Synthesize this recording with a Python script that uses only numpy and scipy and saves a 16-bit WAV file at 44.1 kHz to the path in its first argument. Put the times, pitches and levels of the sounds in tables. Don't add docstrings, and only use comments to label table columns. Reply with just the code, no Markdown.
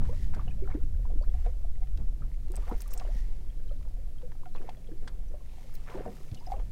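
import sys
import numpy as np
from scipy import signal
from scipy.fft import rfft, irfft
from scipy.io import wavfile
from scipy.ndimage import uniform_filter1d

SR = 44100
rng = np.random.default_rng(int(sys.argv[2]) if len(sys.argv) > 2 else 0)


def to_wav(sig):
    pcm = np.clip(np.atleast_2d(sig), -1, 1) * 32767
    pcm = np.round(pcm).astype(np.int16)
    wavfile.write(sys.argv[1], SR, pcm.T)


N = 296219


def undb(db):
    return 10 ** (np.asarray(db) / 20)


def unit(x):
    return x / (np.sqrt(np.mean(x ** 2)) + 1e-12)


def curve(rows):
    times, values = np.transpose(rows)
    return np.interp(np.arange(N) / SR, times, values)


def add(out, s, x):
    i = min(max(int(s * SR), 0), len(out))
    out[i:i + len(x)] += x[:len(out) - i]


def envelope(swell, t60):
    t = np.arange(int((swell + t60) * SR) + 2) / SR
    rise = np.sin(np.pi / 2 * np.minimum(t / swell, 1)) ** 2
    fall = np.exp(-np.log(1000) * np.maximum(t - swell, 0) / t60)
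    return rise * fall


def wobble(size, hz):
    knots = rng.standard_normal(int(size * hz / SR) + 2)
    return np.interp(np.arange(size) * hz / SR, np.arange(len(knots)), knots)


def noise(points):
    hz, db = np.transpose(points)
    f = np.maximum(np.arange(N // 2 + 1) * SR / N, 1)
    gain = undb(np.interp(np.log(f), np.log(hz), db))
    gain *= np.minimum(f / hz[0], 1) * np.minimum(hz[-1] / f, 1) ** 2
    return unit(irfft(rfft(rng.standard_normal(N)) * gain, N))


def resonate(x, hz, width):
    b, a = signal.iirpeak(hz, hz / min(width, SR / 4), fs=SR)
    return signal.lfilter(b, a, x)


def ring(x, modes):
    return sum(undb(db) * resonate(x, hz, width) for hz, width, db in modes)


def burst(t60, swell=0.00007):
    shape = envelope(swell, t60)
    return np.pad(shape * rng.standard_normal(len(shape)), (0, SR // 20))


def bubble(hz, swell, t60, rise, wavers=False):
    settle_s, waver_hz, waver_octaves, waver_db = 0.0329, 90, 0.03675, 1.26
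    shape = envelope(swell, t60)
    octaves = rise * (1 - np.exp(-np.arange(len(shape)) / SR / settle_s))
    if wavers:
        octaves = octaves + waver_octaves * wobble(len(shape), waver_hz)
        shape = shape * undb(waver_db * wobble(len(shape), waver_hz))
    return shape * np.sin(2 * np.pi * np.cumsum(hz * 2 ** octaves) / SR)


def froth(size, hz, rate, octaves, cycles, scatter_db, tilt):
    out = np.zeros(size)
    draws = rng.standard_normal((int(rate * size / SR) + 1, 4))
    for k, (when, pitch, loud, rise) in enumerate(draws):
        f = np.clip(hz * 2 ** (octaves * pitch), 220, 9000)
        gain = undb(scatter_db * min(loud, 2)) * min(hz / f, 1) ** tilt
        add(out, (k + when / 2) / rate, gain * bubble(f, 0.97 / f, cycles / f, 0.15 + 0.13 * rise))
    return unit(out)


# [t/s, bubble rush level/dB, middle bubble f/Hz, t60/s]
HULL_SLAPS = [(.005, -48.5, 624, 0.22), (.04, -59.5, 1580, 0.16), (.33, -51.5, 1190, 0.14),
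              (.36, -47.5, 790, 0.21), (.402, -54, 790, 0.1), (0.469, -52, 766, 0.087),
              (.672, -54.5, 960, 0.19), (.697, -51, 1100, 0.13), (.738, -42, 478, 0.08),
              (1.04, -62, 970, 0.094), (1.099, -61, 523, 0.3), (1.27, -60, 603, 0.22),
              (1.448, -53, 890, 0.15), (1.53, -67, 905, 0.15), (1.925, -72, 950, 0.13),
              (1.969, -59, 680, 0.38), (2.211, -58, 765, 0.25), (2.53, -53, 610, 0.19),
              (2.567, -50.5, 573, .2), (2.615, -61, 1150, 0.22), (2.664, -48.5, 940, 0.25),
              (2.708, -39, 630, 0.13), (2.898, -58, 900, 0.14), (2.942, -55.5, 676, 0.2),
              (2.995, -56, 835, 0.2), (3.042, -57, 690, 0.24), (3.844, -59.5, 564, 0.27),
              (4.21, -56.5, 796, 0.055), (4.544, -49, 720, 0.15), (4.597, -51, 533, 0.56),
              (4.673, -55.5, 980, 0.1), (5.011, -57, 462, 0.9), (5.305, -54, 570, 0.18),
              (5.868, -50.5, 1540, 0.16), (5.89, -50.5, 1200, 0.37), (5.938, -45.5, 636, 0.45),
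              (5.977, -46.5, 417, 0.4), (6.05, -47, 650, 0.16), (6.088, -48, 400, 0.19),
              (6.46, -62, 920, 0.13), (6.52, -55, 680, 0.21), (6.588, -52, 860, 0.093)]


def slaps(swell_s=0.01, spray_db=-18, spray_hz=2100, thud_db=-11, crackle_db=-9, crackle_hz=1300):
    out = np.zeros(N)
    thud = noise([(110, -35.0), (170, 12.0), (260, 7.0), (420, -29), (700, -52.0)])
    for s, db, hz, t60 in HULL_SLAPS:
        shape = envelope(swell_s, t60)
        size = len(shape)
        rush = froth(size, hz, rate=750, octaves=0.65, cycles=18, scatter_db=4.5, tilt=0.75)
        spray = froth(size, spray_hz, rate=300, octaves=0.6, cycles=22, scatter_db=7, tilt=0.8)
        crackle = froth(size, crackle_hz, rate=220, octaves=0.55, cycles=4, scatter_db=6, tilt=0.6)
        weight = 650 / hz
        push = undb(thud_db) * weight * np.resize(np.roll(thud, int(s * SR)), size)
        slap = rush + undb(spray_db) * spray + undb(crackle_db) / weight * crackle + push
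        add(out, s, undb(db) * shape * slap)
    return out


# [t/s, peak level/dB before trim and waver, starting f/Hz, t60/s, pitch rise/octaves]
AIR_POCKETS = [(.088, -45.5, 784, 0.076, 1.1), (.091, -36, 451, 0.076, 0.46), (.124, -41, 543, 0.069, 0.37),
               (0.127, -50, 920, 0.061, 1.2), (.347, -42.5, 1400, 0.027, 1),
               (.394, -35.5, 1074, 0.02, 0.71), (.366, -49, 760, 0.023, -1), (.578, -50.5, 576, 0.19, 0),
               (0.62, -33.5, 365, 0.13, 0.18), (0.675, -41, 1346, 0.011, 0),
               (.684, -44.5, 745, 0.063, 0.14), (0.701, -50, 1550, .02, 3.2), (.746, -24, 266, 0.059, 0.63),
               (.768, -38, 335, 0.08, 0.82), (0.835, -42, 277, 0.062, 0.3),
               (1.052, -46.5, 992, 0.033, 0.034), (1.1, -44, 584, 0.027, 1.6), (1.115, -42, 380, 0.02, 2.3),
               (1.132, -42, 426, 0.037, 0), (1.155, -39.5, 285, 0.061, 0.17),
               (1.211, -40.5, 545, 0.068, 0.39), (1.274, -47.5, 476, 0.081, -0.5),
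               (1.229, -51, 794, 0.074, 2.6), (1.34, -47, 686, 0.082, 0.13),
               (1.462, -34.5, 667, 0.035, 0.24), (1.465, -38.5, 450, 0.096, 0.24),
               (1.644, -44.5, 649, 0.068, 0.17), (1.816, -52, 744, 0.12, 0.054),
               (1.984, -45, 350, 0.022, -0.7), (2.22, -49.5, 1234, 0.048, 0),
               (2.498, -39.5, 340, 0.12, 0.27), (2.54, -49, 446, 0.037, 1.6), (2.584, -42, 605, 0.019, 0.4),
               (2.636, -47, 1162, 0.034, 0.036), (2.677, -56, 990, .03, 1), (2.696, -35, 790, 0.045, 0.42),
               (2.711, -31, 886, 0.021, 1.2), (2.718, -33, 427, 0.051, 0.3), (2.727, -41, 713, 0.043, 0.7),
               (2.904, -53, 455, 0.079, -0.6), (2.946, -47, 492, 0.066, 0), (2.958, -46, 665, 0.036, 0.5),
               (2.975, -47, 780, 0.0274, 0), (2.997, -45, 640, 0.046, 0.13), (3.011, -37, 700, 0.027, 0.72),
               (3.016, -42.5, 1104, 0.034, 0), (3.048, -38, 640, 0.029, 0), (3.062, -46.5, 414, 0.13, -0.4),
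               (3.085, -39, 547, 0.095, 0.81), (3.708, -54, 1230, 0.028, 0.22),
               (3.712, -40.5, 520, 0.06, 0.43), (3.98, -54, 473, 0.13, 0.47),
               (4.229, -40, 497, 0.12, 0.013), (4.433, -44.5, 930, 0.017, 0.9),
               (4.455, -50.5, 1360, 0.039, 0), (4.459, -45, 720, 0.071, 0),
               (4.555, -46.5, 996, 0.075, 0.38), (4.602, -39, 328, 0.012, 0.25),
               (4.689, -30.5, 786, 0.0084, 1.2), (4.771, -49, 597, 0.058, 0.12),
               (4.886, -44.5, 448, 0.069, 0), (4.913, -37.5, 296, 0.12, 0.25), (5.339, -41, 588, 0.085, 0),
               (5.918, -45.5, 1044, 0.087, 0), (5.945, -33.5, 327, 0.11, 0.5),
               (5.971, -37, 520, 0.059, 0.36), (5.98, -39.5, 610, 0.1, 0.075),
               (6.004, -29.5, 425, 0.016, 0), (6.052, -39.5, 890, 0.048, 0.68),
               (6.061, -30, 631, 0.026, 0.23), (6.068, -36.5, 464, 0.12, 0), (6.08, -40, 705, .04, 0.37),
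               (6.408, -52, 888, 0.16, 0.29), (6.47, -38.5, 730, 0.045, 0.25),
               (6.485, -42.5, 590, 0.06, 0.85), (6.501, -40, 803, 0.058, 0), (6.518, -27, 736, 0.085, 0.23),
               (6.539, -38.5, 495, 0.048, 0.5), (6.564, -39, 620, 0.089, 0.13)]


def gulps(trim_db=-0.63, split_db=-15, swell_cycles=2.01):
    out = np.zeros(N)
    for s, db, hz, t60, rise in AIR_POCKETS:
        gain, swell = undb(db + trim_db), swell_cycles / hz
        add(out, s, gain * bubble(hz, swell, t60, rise, wavers=True))
        for lag, pitch in rng.random((2, 2)):
            small = bubble(hz * 2 ** (0.6 * pitch), swell / 2, t60 / 3, 0)
            add(out, s + lag * t60 / 4, gain * undb(split_db) * small)
    return out


def stirred(laps, calm_db=-67, stir_db=-12, settle_s=0.59):
    keep = np.exp(-1 / (settle_s * SR))
    energy = signal.lfilter([1 - keep], [1, -keep], laps ** 2)
    return np.sqrt(undb(calm_db) ** 2 + undb(stir_db) ** 2 * energy)


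def ripples(laps, drip_db=-13):
    clucks = froth(N, 520, rate=110, octaves=0.5, cycles=18, scatter_db=5, tilt=0.7)
    tinkle = froth(N, 2000, rate=30, octaves=0.7, cycles=20, scatter_db=6, tilt=0.5)
    return (clucks + undb(drip_db) * tinkle) * stirred(laps)


# [t/s, main bubble peak level/dB, starting f/Hz, t60/s]
FALLING_DROPS = [(0.478, -50.5, 2880, 0.06), (0.507, -53.5, 2450, 0.046), (.513, -58.5, 1680, .04),
                 (0.639, -55.5, 2240, 0.026), (.652, -56, 1340, .04), (0.721, -50, 2190, .03),
                 (.767, -66, 2170, .02), (.797, -61, 1400, 0.054), (1.221, -55.5, 4470, 0.036),
                 (1.297, -63, 3300, .025), (1.464, -55, 2210, .04), (1.754, -59, 1970, 0.015),
                 (1.829, -59, 2060, .03), (2.857, -52.5, 1160, 0.048), (2.917, -53, 1150, 0.039),
                 (3.052, -58, 2870, .025), (3.498, -59.5, 3200, .03), (3.597, -60.5, 1540, .03),
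                 (3.678, -60, 3900, .025), (3.692, -58, 3080, 0.02), (3.717, -61, 4080, .025),
                 (4.182, -59, 3180, 0.022), (4.543, -58, 4080, 0.024), (4.58, -53.5, 2490, .027),
                 (4.624, -63, 3020, .02), (4.768, -61, 3320, .02), (4.87, -58, 3280, 0.02),
                 (5.282, -59.5, 5900, .025), (5.405, -57.5, 1050, .03), (6.283, -60.5, 2240, 0.035),
                 (6.349, -55, 4280, .025), (6.371, -52, 2900, 0.044), (6.398, -56, 4900, .025),
                 (6.464, -47.5, 5010, 0.026), (6.524, -53, 2190, 0.027), (6.562, -58, 2680, .025)]


def drips(splash_db=-13, satellite_db=-8, rise=0.13):
    out = np.zeros(N)
    for s, db, hz, t60 in FALLING_DROPS:
        gain = undb(db)
        add(out, s, gain * bubble(hz, 0.0028, t60, rise))
        add(out, s, gain * undb(splash_db) * resonate(burst(t60), hz, hz))
        for lag, pitch in rng.standard_normal((3, 2)):
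            satellite = bubble(hz * 2 ** (0.2 * pitch), 0.001, t60 / 2, rise)
            add(out, s + abs(lag) * t60 / 4, gain * undb(satellite_db) * satellite)
    return out


# [t/s, peak level/dB, f/Hz]
HEAVY_DROPS = [(0.347, -45, 4820), (0.703, -54, 2100), (0.743, -52, 1835), (1.337, -50.5, 1700),
               (1.9737, -46.5, 3400), (2.571, -47, 2070), (2.819, -44, 2400), (2.936, -43, 2470),
               (2.998, -41, 2200), (0.677, -59, 1300), (1.103, -56, 2200), (1.462, -48, 2300),
               (1.872, -53, 1800), (2.216, -58, 1500), (3.827, -53.5, 2200), (4.219, -53, 1900),
               (4.457, -48.5, 1810), (4.56, -45.5, 2750), (4.693, -39.5, 2420), (6.315, -45, 2886),
               (6.346, -42, 4540), (6.473, -50, 2150), (6.596, -51, 1693), (6.5188, -44, 2260)]


def spits(t60_s=0.024, width=0.6):
    out = np.zeros(N)
    for s, db, hz in HEAVY_DROPS:
        tick = resonate(burst(t60_s), hz, width * hz)
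        tick = resonate(tick, hz, 9.2 * hz)
        add(out, s, undb(db) * tick / np.abs(tick).max())
    return out


# [t/s at the height, fizz level/dB, swell/s, t60/s, brightness/dB per octave]
SPILLING_CRESTS = [(0.049, -62.5, 0.052, 3.2, -3), (1.45, -67.5, 0.29, 0.9, -3),
                   (2.68, -63.5, 0.35, 2.9, -3), (3.03, -63, 0.12, 2.2, -4.5),
                   (4.588, -70.5, 0.12, 2.3, -3), (5.62, -65, 0.31, 8.7, -3),
                   (5.92, -63.5, 0.11, 0.64, -2.5), (6.18, -66.5, 0.19, 2.7, 0),
                   (6.525, -61, 0.046, 0.12, 1)]
# [f/Hz, density/dB per Hz]
FOAM_SPECTRUM = [(900, 7), (1500, -8), (1900, 6), (3300, 4), (5500, 4.5), (9000, 1.5), (15000, -2)]


def foam(calm_db=-80, pops_db=-5, grain_db=3):
    out = undb(calm_db) * noise(FOAM_SPECTRUM)
    pops = undb(pops_db) * froth(N, 1800, rate=130, octaves=0.7, cycles=12, scatter_db=6, tilt=0.4)
    for s, db, swell, t60, tilt in SPILLING_CRESTS:
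        shape = envelope(swell, t60)[:N]
        spectrum = [(hz, level + tilt * np.log2(hz)) for hz, level in FOAM_SPECTRUM]
        fizz = noise(spectrum) + np.roll(pops, int(s * SR))
        add(out, s - swell, undb(db) * shape * fizz[:len(shape)])
    grain = np.repeat(undb(grain_db * rng.standard_normal(N // 64 + 1)), 64)[:N]
    return out * unit(grain)


# [t/s, rms level/dB at the height, f/Hz, t60/s]
HULL_BUMPS = [(.36, -38.5, 230, .12), (1.995, -42, 136, 0.18), (2.208, -42.5, 125, 0.22),
              (2.712, -36, 172, 0.094), (3.152, -44.5, 140, .05), (5.951, -41, 169, .2),
              (6.06, -38.5, 174, .16), (6.316, -37, 99, .22)]


def thuds(swell_s=0.0059, width=0.83):
    out = np.zeros(N)
    for s, db, hz, t60 in HULL_BUMPS:
        shape = envelope(swell_s, t60)
        boom = resonate(rng.standard_normal(SR), hz, width * hz)
        boom = resonate(boom, hz, width * hz)
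        add(out, s, undb(db) * shape * unit(boom[-len(shape):]))
    return out


# [t/s, peak level/dB, rattle t60/s, contact cutoff f/Hz]
LIGHT_KNOCKS = [(4.319, -43.5, .004, 3500), (5.074, -35.5, .04, 8400)]
# [f/Hz, width/Hz, level/dB]
PANEL_MODES = [(1020, 270, 13), (1430, 140, 19), (1590, 99, 9), (3280, 580, 4), (4340, 720, 2),
               (8000, 300, 4)]


def knocks():
    out = np.zeros(N)
    for s, db, t60, hz in LIGHT_KNOCKS:
        softness = signal.butter(4, hz, fs=SR, output="sos")
        contact = signal.sosfilt(softness, burst(t60, swell=t60 / 10))
        knock = ring(contact, PANEL_MODES)
        add(out, s, undb(db) * knock / np.abs(knock).max())
    return out


def hull(x, t60=0.052, echo_db=-17.02, low_hz=450, dull_hz=3000):
    band = signal.butter(1, [low_hz, dull_hz], "band", fs=SR, output="sos")
    tail = signal.sosfilt(band, burst(t60, swell=0.0053))
    tail /= np.linalg.norm(tail)
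    return x + undb(echo_db) * signal.fftconvolve(x, tail)[:N]


# [t/s, peak level/dB before the high-pass, contact f/Hz, contact t60/s]
TACKLE_CLICKS = [(2.519, -39.5, 10200, 0.0044), (2.557, -34.5, 8460, 0.0052), (2.565, -32.5, 8400, 0.0057),
                 (2.692, -48, 13000, 0.038), (2.776, -50.5, 14000, 0.13), (2.805, -38.5, 6600, 0.014),
                 (2.809, -43, 14000, 0.06), (2.819, -35.5, 11500, 0.013), (2.878, -42.5, 11300, 0.023),
                 (2.906, -46.5, 6900, 0.186), (2.933, -38, 14000, 0.039), (2.938, -29, 14500, 0.009),
                 (2.976, -34.5, 7500, 0.031), (5.74, -49, 14300, 0.098), (5.752, -39, 14300, 0.017),
                 (5.753, -47, 3950, 0.027), (2.997, -41.5, 5140, 0.016)]
# [f/Hz, width/Hz, level/dB]
TACKLE_MODES = [(5380, 1900, 2.5), (8300, 760, 2), (12500, 53, -3), (13300, 93, -2), (13440, 55, -4),
                (15100, 120, 2)]


def tackle(width=0.24, ring_db=6, swell_s=0.00025):
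    out = np.zeros(N)
    for s, db, hz, t60 in TACKLE_CLICKS:
        contact = resonate(burst(t60, swell_s), hz, width * hz)
        click = contact + undb(ring_db) * ring(contact, TACKLE_MODES)
        add(out, s, undb(db) * click / np.abs(click).max())
    return signal.sosfilt(signal.butter(2, 3000, "high", fs=SR, output="sos"), out)


# [t/s at the height, level/dB, swell/s, t60/s]
ROD_LIFTS = [(.24, -61.5, .17, 0.29), (2.85, -66, 0.32, 1), (3.19, -61.5, 0.14, 0.49)]
# [f/Hz, density/dB per Hz]
SWISH_SPECTRUM = [(1000, -6), (1600, 0), (1880, 12.5), (2200, 2), (3300, -2), (4500, 0), (5800, .5),
                  (8500, -8), (12000, -8), (15000, -15)]


def swishes(grain_db=2):
    strength = np.zeros(N)
    for s, db, swell, t60 in ROD_LIFTS:
        add(strength, s - swell, undb(db) * envelope(swell, t60))
    hiss = noise(SWISH_SPECTRUM) * undb(grain_db * wobble(N, 400))
    return strength * unit(hiss)


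def gust(points, db, span):
    eddies = noise(points)
    power = np.abs(signal.hilbert(eddies)) ** 2 / 2
    strength = uniform_filter1d(power, int(span * SR))
    return eddies / np.sqrt(strength) * undb(db)


# [t/s, rumble level/dB before trim]
GUST_LEVELS = [(0, -29.0), (0.55, -36.5), (0.75, -31.5), (0.9, -30.5), (1.2, -26.0), (1.5, -27.0),
               (1.7, -34.5), (1.95, -29.5), (2.45, -32.5), (2.75, -31.0), (2.87, -37.0), (3.17, -26.0),
               (3.4, -38.0), (3.8, -34.5), (4.05, -33.5), (4.18, -45.5), (4.3, -38.0), (4.45, -51.0),
               (4.75, -45.0), (5.03, -46.5), (5.13, -36.0), (5.35, -37.5), (5.47, -44.5), (6.05, -41.0),
               (6.25, -53.0), (6.42, -47.0), (6.58, -28.5), (6.7, -38.0)]
# [f/Hz, density/dB per Hz]
RUMBLE_SPECTRUM = [(14, -10), (22, 0), (36, 0), (44, -4), (52, -15), (90, -40), (140, -60)]
# [t/s, buffeting level/dB before trim]
BUFFET_LEVELS = [(0, -35.0), (0.23, -32.0), (0.55, -39.0), (1.02, -32.5), (1.15, -40.5), (1.33, -33.5),
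                 (1.8, -42.0), (1.98, -33.5), (2.12, -42.5), (2.3, -39.5), (2.42, -50.0), (2.6, -42.0),
                 (2.95, -49.5), (3.2, -44.5), (3.5, -48.0), (4.05, -46.5), (4.2, -51.0), (4.5, -54.0),
                 (4.78, -58.5), (4.95, -50.0), (5.35, -44.0), (5.6, -50.5), (6, -54.5), (6.25, -51.5),
                 (6.62, -46), (6.7, -46)]
# [f/Hz, density/dB per Hz]
BUFFET_SPECTRUM = [(36, -18), (46, -0.5), (60, 5), (76, 0), (92, -12.5), (120, -25.5), (170, -31)]
# [t/s, flutter level/dB before the puffs]
FLUTTER_LEVELS = [(0, -36), (.15, -46), (.26, -45), (.45, -42.5), (.65, -44.5), (.85, -48.5), (1.05, -49),
                  (1.4, -54.5), (1.8, -62), (2.02, -49.5), (2.29, -59), (2.45, -53), (2.87, -60.5),
                  (3.25, -55.5), (3.85, -54), (4.02, -59), (4.2, -54.5), (4.7, -55.5), (5.25, -56),
                  (5.6, -64), (6.05, -50), (6.25, -60.5), (6.7, -49.5)]
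# [f/Hz, density/dB per Hz]
FLUTTER_SPECTRUM = [(70, -15.5), (105, 3), (150, -6), (220, -12), (400, -31.5), (900, -50)]


def wind(rumble_trim_db=1.0, buffet_trim_db=-2.0, sway_db=-24.5, sway_fall_db_per_s=1.5):
    sway_level = sway_db - sway_fall_db_per_s * np.arange(N) / SR
    sway = undb(sway_level) * noise([(4, -2), (11, 2), (16, -1), (21, -25)])
    rumble = gust(RUMBLE_SPECTRUM, curve(GUST_LEVELS) + rumble_trim_db, span=0.14)
    buffet = gust(BUFFET_SPECTRUM, curve(BUFFET_LEVELS) + buffet_trim_db, span=0.12)
    puffs_db = 1.2 * wobble(N, 16)
    flutter = gust(FLUTTER_SPECTRUM, curve(FLUTTER_LEVELS) + puffs_db, span=0.16)
    return sway + rumble + buffet + flutter


def hum(hz=134.6, level_db=-64.5, waver_db=3, drift=0.0542):
    waver = noise([(1, 19.0), (12, 5.0), (25, -24.5)])
    pitch = hz * (1 + drift * noise([(0.5, -5.5), (2, -8), (5, -26.5)]))
    tone = np.sqrt(2) * np.sin(2 * np.pi * np.cumsum(pitch) / SR)
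    return undb(level_db + waver_db * waver) * tone


# [f/Hz, density/dB per Hz]
WASH_SPECTRUM = [(60, -2.5), (115, 0), (145, 4.5), (180, -4), (260, -4), (400, -12), (620, -14), (900, -25),
                 (1400, -24.5), (2000, -24.5), (3200, -27), (8000, -29.5), (14000, -31.5), (16000, -36.5)]


def wash(level_db=-59):
    return undb(level_db) * noise(WASH_SPECTRUM)


def scene():
    laps = slaps()
    close = hull(laps + gulps() + ripples(laps) + drips() + spits() + foam() + knocks())
    mix = close + thuds() + tackle() + swishes() + wind() + hum() + wash()
    return mix[None]


def record(dry, top_hz=15900):
    return signal.sosfilt(signal.ellip(10, 0.2, 80, top_hz, fs=SR, output="sos"), dry)


dry = scene()
out = record(dry)
to_wav(out)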